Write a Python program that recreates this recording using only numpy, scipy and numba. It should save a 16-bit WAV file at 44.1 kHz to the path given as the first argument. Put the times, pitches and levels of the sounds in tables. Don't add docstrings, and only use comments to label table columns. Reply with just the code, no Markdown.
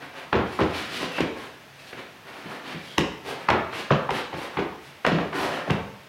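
import sys
import numpy as np
from scipy import signal
from scipy.fft import rfft, irfft
from scipy.io import wavfile
from scipy.ndimage import uniform_filter1d, minimum_filter1d
from numba import njit

SR = 44100
rng = np.random.default_rng(int(sys.argv[2]) if len(sys.argv) > 2 else 0)


def pcm_store(signal):
    levels = np.round(np.clip(np.atleast_2d(signal), -1, 1) * 32767)
    wavfile.write(sys.argv[1], SR, levels.astype(np.int16).T)


N = 268128
TIME_S = np.arange(N) / SR

# (time [s], level [dB], final clap pitch [Hz], crack re clap [dB], skid re clap [dB],
# closing time [s], clap t60 [s])
SOLE_LANDINGS = [(0.3282, -13, 676, -2.5, -14.5, 0.00044, 0.022),
                 (0.5893, -13, 829, -12.5, -17.5, 0.0014, 0.037), (1.025, -26.5, 950, 0, -15, .003, 0.016),
                 (1.182, -25, 960, 8, -9.5, 0.0037, 0.025), (1.1906, -30, 840, -5, -17, .001, 0.015),
                 (1.927, -38.5, 940, 10, -10.5, 0.0034, 0.016), (2.977, -19, 1090, -4, -23, 0.0015, 0.0099),
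                 (3.4869, -3.5, 797, -10.5, -21.5, 0.00073, 0.024),
                 (3.728, -33, 810, 7.5, -20, 0.0028, 0.02), (3.9053, -8, 943, -10.5, -30, 0.0016, 0.024),
                 (4.0905, -13, 728, -13, -22.5, 0.0019, 0.036),
                 (4.328, -21.5, 696, -8.5, -16.5, 0.003, 0.036),
                 (4.5698, -11.5, 788, -6, -21, 0.0039, 0.025), (5.0489, -8.5, 797, -5, -35, 0.0011, 0.01),
                 (5.185, -19.5, 655, -4, -15, 0.00067, 0.032), (5.328, -26, 760, 1.5, -18, 0.0031, 0.037),
                 (5.376, -28, 730, -16, -22, 0.0045, .035), (5.697, -20, 790, 5.5, -15.5, 0.0057, 0.017)]
# (frequency [Hz], level [dB])
CRACK_SPECTRUM = [(100, -7), (400, 12.5), (900, 14.5), (1500, 13), (2400, 8), (3300, 1), (4500, -9),
                  (7000, -46), (16000, -94)]
# (time [s], level [dB], knock pitch [Hz], boom re knock [dB], boom centre [Hz])
WEIGHT_LANDINGS = [(0.332, -17, 430, -1, 282), (0.352, -13, 385, 0, 85), (.595, -18, 338, 0, 250),
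                   (.612, -9.5, 386, -8, 114), (1.03, -24, 358, -8, 202), (1.2049, -11, 316, -5.5, 342),
                   (1.931, -40, 442, -19, 200), (2.457, -29, 320, -5, 190), (2.745, -29.5, 337, 1.5, 161),
                   (2.985, -11, 296, -2, 250), (3.502, -11.5, 430, -6, 136), (3.9104, -7, 550, -6, 160),
                   (4.112, -18, 436, -15, 200), (4.338, -19, 396, -14, 198), (4.59, -15, 400, -10.5, 120),
                   (5.072, -10.5, 540, -11, 170), (5.118, -12, 302, -1.5, 182), (5.149, -17, 337, -10, 200),
                   (5.206, -18.5, 390, -24, 250), (5.677, -21, 590, -4.5, 199), (5.702, -15, 348, 4, 136)]
# (frequency [Hz], level [dB])
CRUNCH_SPECTRUM = [(60, 9), (160, 8.5), (450, 15), (1000, -1.5), (3000, -1.5), (7000, -24), (16000, -111)]
# (frequency [Hz], t60 [s], level [dB])
FLOOR_MODES = [(77, 0.11, -11), (120, 0.054, -5), (142.7, 0.068, -4), (170, 0.056, 1), (209.4, 0.12, -7),
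               (225, 0.055, -6), (318, 0.14, -12.5)]
# (time [s], level [dB], pitch [Hz])
STAMP_HITS = [(3.9089, -13, 144), (5.7024, -12, 168.4)]
# (time [s], level [dB])
EDGE_CLICKS_AND_ECHOES = [(0.344, -53), (.605, -33), (1.206, -23), (2.9811, -11), (2.9915, -33),
                          (3.0092, -31), (3.502, -23.5), (3.9195, -48), (4.1065, -28.5), (5.0655, -22),
                          (5.076, -34), (5.7063, -25.5)]
# (frequency [Hz], t60 [s], level [dB])
EDGE_MODES = [(1040, 0.0082, 3), (1950, 0.0074, 2), (2786, 0.0047, 7.5), (3270, 0.0044, -5),
              (5140, 0.011, -3), (6700, 0.0019, -37)]
# (start [s], length [s], level [dB], change over stroke [dB], hump centre [Hz], grit [dB])
DRAG_STROKES = [(0, 0.098, -44.5, -19, 1530, -1), (0.119, 0.15, -42.5, -12, 1500, 4),
                (0.439, 0.35, -46, -22, 1180, 13), (0.659, 0.32, -37.5, -10, 2330, 9),
                (0.861, 0.25, -35, -0.5, 3970, 8.5), (0.972, 0.097, -39, -6, 900, -4),
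                (1.034, 0.28, -39.5, -12, 2400, 7), (1.321, 0.24, -45, -10, 910, 8.5),
                (1.689, 0.35, -52, -3, 2830, 15), (1.95, 0.07, -43.5, 10, 2280, -3),
                (2.201, 0.34, -45, 5, 1390, 5.5), (2.45, .19, -39.5, -10.5, 980, 3.5),
                (2.616, 0.18, -38, -5, 2550, 1), (2.747, 0.28, -47, 0, 3980, 9),
                (3.227, 0.14, -34.5, 9, 615, 8.5), (3.369, 0.14, -41.5, -1, 1210, 0),
                (3.698, 0.18, -37, -8, 2480, 6.5), (4.084, 0.18, -37.5, -12, 1840, 8.5),
                (4.326, 0.17, -39, 10, 1090, 10), (4.474, 0.16, -43.5, 2, 1020, 0),
                (4.8, 0.16, -55.5, -10, 1110, 20), (5.047, 0.054, -29.5, -8, 3530, -10),
                (5.314, 0.24, -29.5, -5.5, 800, 5.5), (5.474, 0.14, -31, -1, 1080, -0.5),
                (5.649, 0.13, -38, 0, 520, -5)]
# (frequency [Hz], level [dB])
RUB_SPECTRUM = [(50, -15), (120, -1.5), (250, 7), (450, 5.5), (900, 0.5), (1800, -2), (3000, -5.5),
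                (4500, -12), (7000, -23.5), (11000, -25), (16000, -37)]
# (start [s], length [s], first pitch [Hz], last pitch [Hz], level [dB])
TREAD_CATCHES = [(0.902, 0.058, 3230, 2900, -54), (1.087, 0.16, 2870, 2440, -43.5),
                 (2.87, 0.095, 3270, 3250, -48)]
# (delay [ms], gain [linear])
REFLECTIONS = [(2.1, 0.013), (4.3, 0.049), (10.9, 0.21), (25.2, 0.097), (28.3, 0.21)]
# (frequency [Hz], t60 [s], level [dB])
STANDING_WAVES = [(85.3, 0.5, -55), (169.9, 0.15, -45.5), (400, 0.15, -53.5), (561, 0.46, -60)]
# (frequency [Hz], t60 [s])
TAIL_DECAY = [(80, 0.66), (210, 0.48), (560, 0.55), (1470, 0.6), (3900, 0.5), (12000, 0.089)]
# (frequency [Hz], level [dB])
HISS_SPECTRUM = [(18, -46), (30, -17), (139, -2.5), (288, -7.5), (511, -7), (629, -4.5), (735, -6.5),
                 (1300, -9), (1690, -7.5), (2770, -10.5), (6530, -23), (7060, -26.5), (15000, -29.5)]


def undb(db):
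    return 10 ** (np.asarray(db) / 20)


def unit(x):
    return x / np.sqrt(np.mean(x ** 2))


def along(points, hz):
    point_hz, value = np.transpose(points)
    return np.interp(np.log(np.maximum(hz, 1)), np.log(point_hz), value)


def colour(x, spectrum):
    return irfft(rfft(x) * undb(along(spectrum, np.fft.rfftfreq(len(x), 1 / SR))), len(x))


def fade(t, t60_s):
    return np.exp(-np.log(1000) * t / t60_s)


def rise(t, rise_s):
    return 1 - np.exp(-t / rise_s)


def ring(t, hz, t60_s):
    return np.sin(2 * np.pi * hz * t) * fade(t, t60_s)


def add(out, time_s, x):
    i = int(time_s * SR)
    out[i:i + len(x)] += x[:N - i]


def spray(envelope):
    spectrum = rfft(rng.standard_normal(len(envelope)) * envelope)
    return irfft(np.exp(1j * np.angle(spectrum)), len(envelope))


def burst(t, spectrum, t60_s, rise_s=0.00038):
    envelope = fade(t, t60_s)
    shaped = colour(spray(envelope), spectrum) * fade(t, 3 * t60_s) * rise(t, rise_s)
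    return unit(shaped) * np.sqrt(np.mean(envelope ** 2))


def slaps(glide=0.81, glide_s=0.0026, crack_t60_s=0.041, rim_lead_s=0.00379, toe_lag_s=0.015):
    out, t = np.zeros(N), TIME_S[:SR // 8]
    lowpass = signal.butter(2, 4200, fs=SR, output="sos")

    def slap(hz, crack_db, closing_s, t60_s):
        phase = 2 * np.pi * np.cumsum(hz * (1 + glide * np.exp(-t / glide_s))) / SR
        clap = signal.sosfilt(lowpass, np.sin(phase) * fade(t, t60_s))
        crack = undb(crack_db) * burst(t, CRACK_SPECTRUM, crack_t60_s)
        return (clap + crack) * rise(t, closing_s)

    for time_s, db, hz, crack_db, _, closing_s, t60_s in SOLE_LANDINGS:
        sole = slap(hz, crack_db, closing_s, t60_s)
        rim = slap(hz, crack_db, closing_s, t60_s)
        toe = slap(hz * 1.094, 4, closing_s, t60_s)
        add(out, time_s, undb(db) * sole)
        add(out, time_s - rim_lead_s, undb(db - 19) * rim)
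        add(out, time_s + toe_lag_s, undb(db - 15) * toe)
    return out


def thuds(sag=0.32, sag_s=0.0064, crunch_db=-15, boom_width_oct=0.65, settle_s=0.035, settle_db=-13.5):
    out, t = np.zeros(N), TIME_S[:SR // 4]

    def knock(hz):
        phase = 2 * np.pi * np.cumsum(hz * (1 + sag * (np.exp(-t / sag_s) - .5))) / SR
        tone = np.sin(phase) * fade(t, t60_s=0.021)
        crunch = undb(crunch_db) * burst(t, CRUNCH_SPECTRUM, t60_s=0.16)
        return (tone + crunch) * rise(t, rise_s=0.00058)

    def boom(centre_hz):
        modes = 0
        for k, (hz, t60_s, db) in enumerate(FLOOR_MODES):
            coupling = (-1) ** k * np.exp(-.5 * (np.log2(hz / centre_hz) / boom_width_oct) ** 2)
            modes += undb(db) * coupling * ring(t, hz, t60_s)
        return modes * rise(t, rise_s=0.0052)

    for time_s, db, knock_hz, boom_db, boom_hz in WEIGHT_LANDINGS:
        add(out, time_s, undb(db) * (knock(knock_hz) + undb(boom_db) * boom(boom_hz)))
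        add(out, time_s + settle_s, undb(db + settle_db) * knock(knock_hz * 1.16))
    return out


def stamps(t60_s=0.18, rise_s=0.002):
    out, t = np.zeros(N), TIME_S[:SR // 4]
    for time_s, db, hz in STAMP_HITS:
        add(out, time_s, undb(db) * ring(t, hz, t60_s) * rise(t, rise_s))
    return out


def clicks(roll_s=0.0028, lowpass_hz=2500):
    out, t = np.zeros(N), TIME_S[:SR // 16]
    edge = sum(undb(db) * np.cos(2 * np.pi * hz * t) * fade(t, t60_s) for hz, t60_s, db in EDGE_MODES)
    edge = signal.sosfilt(signal.butter(1, lowpass_hz, fs=SR, output="sos"), edge)
    roll = np.exp(-(t / roll_s) ** 4)
    for time_s, db in EDGE_CLICKS_AND_ECHOES:
        click = signal.fftconvolve(spray(roll) * roll, edge)[:len(t)]
        add(out, time_s, undb(db) * unit(click) * np.sqrt(np.mean(roll ** 2)))
    return out


def rub(centre_hz, grit_db, grain_db=2.5, judder_db=3.0, judder_hz=45, grit_hz=2500):
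    t, hz = TIME_S[:SR], np.fft.rfftfreq(SR, 1 / SR) + 1
    slips = rng.standard_normal(SR) * undb(grain_db * np.minimum(rng.exponential(size=SR), 4))
    judder = np.interp(t * judder_hz, np.arange(SR), rng.standard_normal(SR))
    hump_db = 6 * np.exp(-.5 * np.log2(hz / centre_hz) ** 2)
    shelf_db = grit_db * hz ** 2 / (hz ** 2 + grit_hz ** 2)
    friction = irfft(rfft(slips) * undb(along(RUB_SPECTRUM, hz) + hump_db + shelf_db), SR)
    return unit(friction) * undb(judder_db * judder)


def slides(speed_up_share=0.38, slow_down_share=0.53, bright_hz=3070):
    out, t = np.zeros(N), TIME_S[:SR]
    lowpass = signal.butter(1, bright_hz, fs=SR, output="sos")
    for start_s, length_s, db, change_db, centre_hz, grit_db in DRAG_STROKES:
        progress = np.minimum(t / length_s, 1)
        ramp = np.minimum(progress / speed_up_share, (1 - progress) / slow_down_share)
        speed = np.sin(np.pi / 2 * np.clip(ramp, 0, 1))
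        weight = undb(db + change_db * (progress - .5))
        bright = rub(centre_hz, grit_db)
        dull = signal.sosfilt(lowpass, bright)
        add(out, start_s, (dull + speed * (bright - dull)) * speed * weight)
    return out


def skids(brake_s=0.11, rise_s=0.0019):
    out, t = np.zeros(N), TIME_S[:SR]
    speed = np.maximum(1 - t / brake_s, 0)
    envelope = np.sqrt(speed) * rise(t, rise_s)
    for time_s, db, _, _, skid_db, _, _ in SOLE_LANDINGS:
        add(out, time_s, undb(db + skid_db) * rub(centre_hz=1630, grit_db=-35) * envelope)
    return out


def scrapes(width_hz=350):
    out, t = np.zeros(N), TIME_S[:SR // 4]
    for start_s, length_s, first_hz, last_hz, db in TREAD_CATCHES:
        progress = np.minimum(t / length_s, 1)
        grip_points = rng.standard_normal(200) + 1j * rng.standard_normal(200)
        grip = np.interp(t * width_hz, np.arange(200), grip_points)
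        phase = 2 * np.pi * np.cumsum(first_hz + (last_hz - first_hz) * progress) / SR
        chirr = unit(np.real(grip * np.exp(1j * phase)))
        add(out, start_s, undb(db) * np.sin(np.pi * progress) * chirr)
    return out


def room_tail(gap_s=0.0051, build_s=0.0023, length_s=0.75):
    t, hz = TIME_S[:SR], np.fft.rfftfreq(SR, 1 / SR)
    noise, tail = rfft(rng.standard_normal(SR)), 0
    for k, (_, t60_s) in enumerate(TAIL_DECAY):
        band = along([(band_hz, j == k) for j, (band_hz, _) in enumerate(TAIL_DECAY)], hz)
        tail += irfft(noise * band, SR) * fade(t, t60_s)
    spectrum = rfft(tail * rise(np.maximum(t - gap_s, 0), build_s))
    spectrum /= np.sqrt(uniform_filter1d(np.abs(spectrum) ** 2, size=40))
    return irfft(spectrum, SR) * (t < length_s)


def room(x, tail_db=1.0, stride_s=0.3, spots=5):
    response = sum(undb(db) * ring(TIME_S[:SR], hz, t60_s) for hz, t60_s, db in STANDING_WAVES)
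    response[0] += 1
    for delay_ms, gain in REFLECTIONS:
        response[int(delay_ms * SR / 1000)] += gain
    out = signal.fftconvolve(x, response)[:N]
    for spot in range(spots):
        strides_away = (TIME_S / stride_s - spot + 1) % spots - 1
        share = np.cos(np.pi / 2 * np.minimum(strides_away, 1))
        out += undb(tail_db) * signal.fftconvolve(x * share, room_tail())[:N]
    return out


def background(hiss_db=-48.5, hum_db=-61, hum_hz=139, waver=0.86, waver_hz=10):
    swell = 1 + waver * np.interp(TIME_S * waver_hz, np.arange(100), rng.standard_normal(100))
    hum = unit(swell * np.sin(2 * np.pi * hum_hz * TIME_S))
    hiss = unit(colour(rng.standard_normal(N), HISS_SPECTRUM))
    return undb(hiss_db) * hiss + undb(hum_db) * hum


def scene():
    slap, click, thud, stamp = slaps(), clicks(), thuds(), stamps()
    direct = undb(-9) * slap + undb(-3) * click + undb(-5) * thud + stamp
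    contacts = slap + undb(-4.5) * click + thud + undb(-13) * stamp
    friction = skids() + slides() + scrapes()
    return (room(contacts + friction) + direct + background())[None]


def record(dry, bass_hz=60, top_hz=15800, limit_db=4, ratio=3, attack_s=0.0013, release_s=0.012):
    thin = signal.sosfilt(signal.butter(3, bass_hz, "high", fs=SR, output="sos"), dry)
    peaks = -minimum_filter1d(-np.abs(thin[0]), size=64)
    envelope = follow(peaks, 1 / (1 + attack_s * SR), 1 / (1 + release_s * SR))
    overshoot = (1 + (envelope / undb(limit_db)) ** 4) ** .25
    limited = thin * overshoot ** (1 / ratio - 1)
    clipped = limited / (1 + (limited / 0.43) ** 4) ** .25
    return signal.sosfilt(signal.ellip(10, .2, 80, top_hz, fs=SR, output="sos"), clipped)


@njit
def follow(peaks, attack, release):
    out, level = np.empty(len(peaks)), 0.
    for i in range(len(peaks)):
        level += (peaks[i] - level) * (attack if peaks[i] > level else release)
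        out[i] = level
    return out


dry = scene()
out = record(dry)
pcm_store(out)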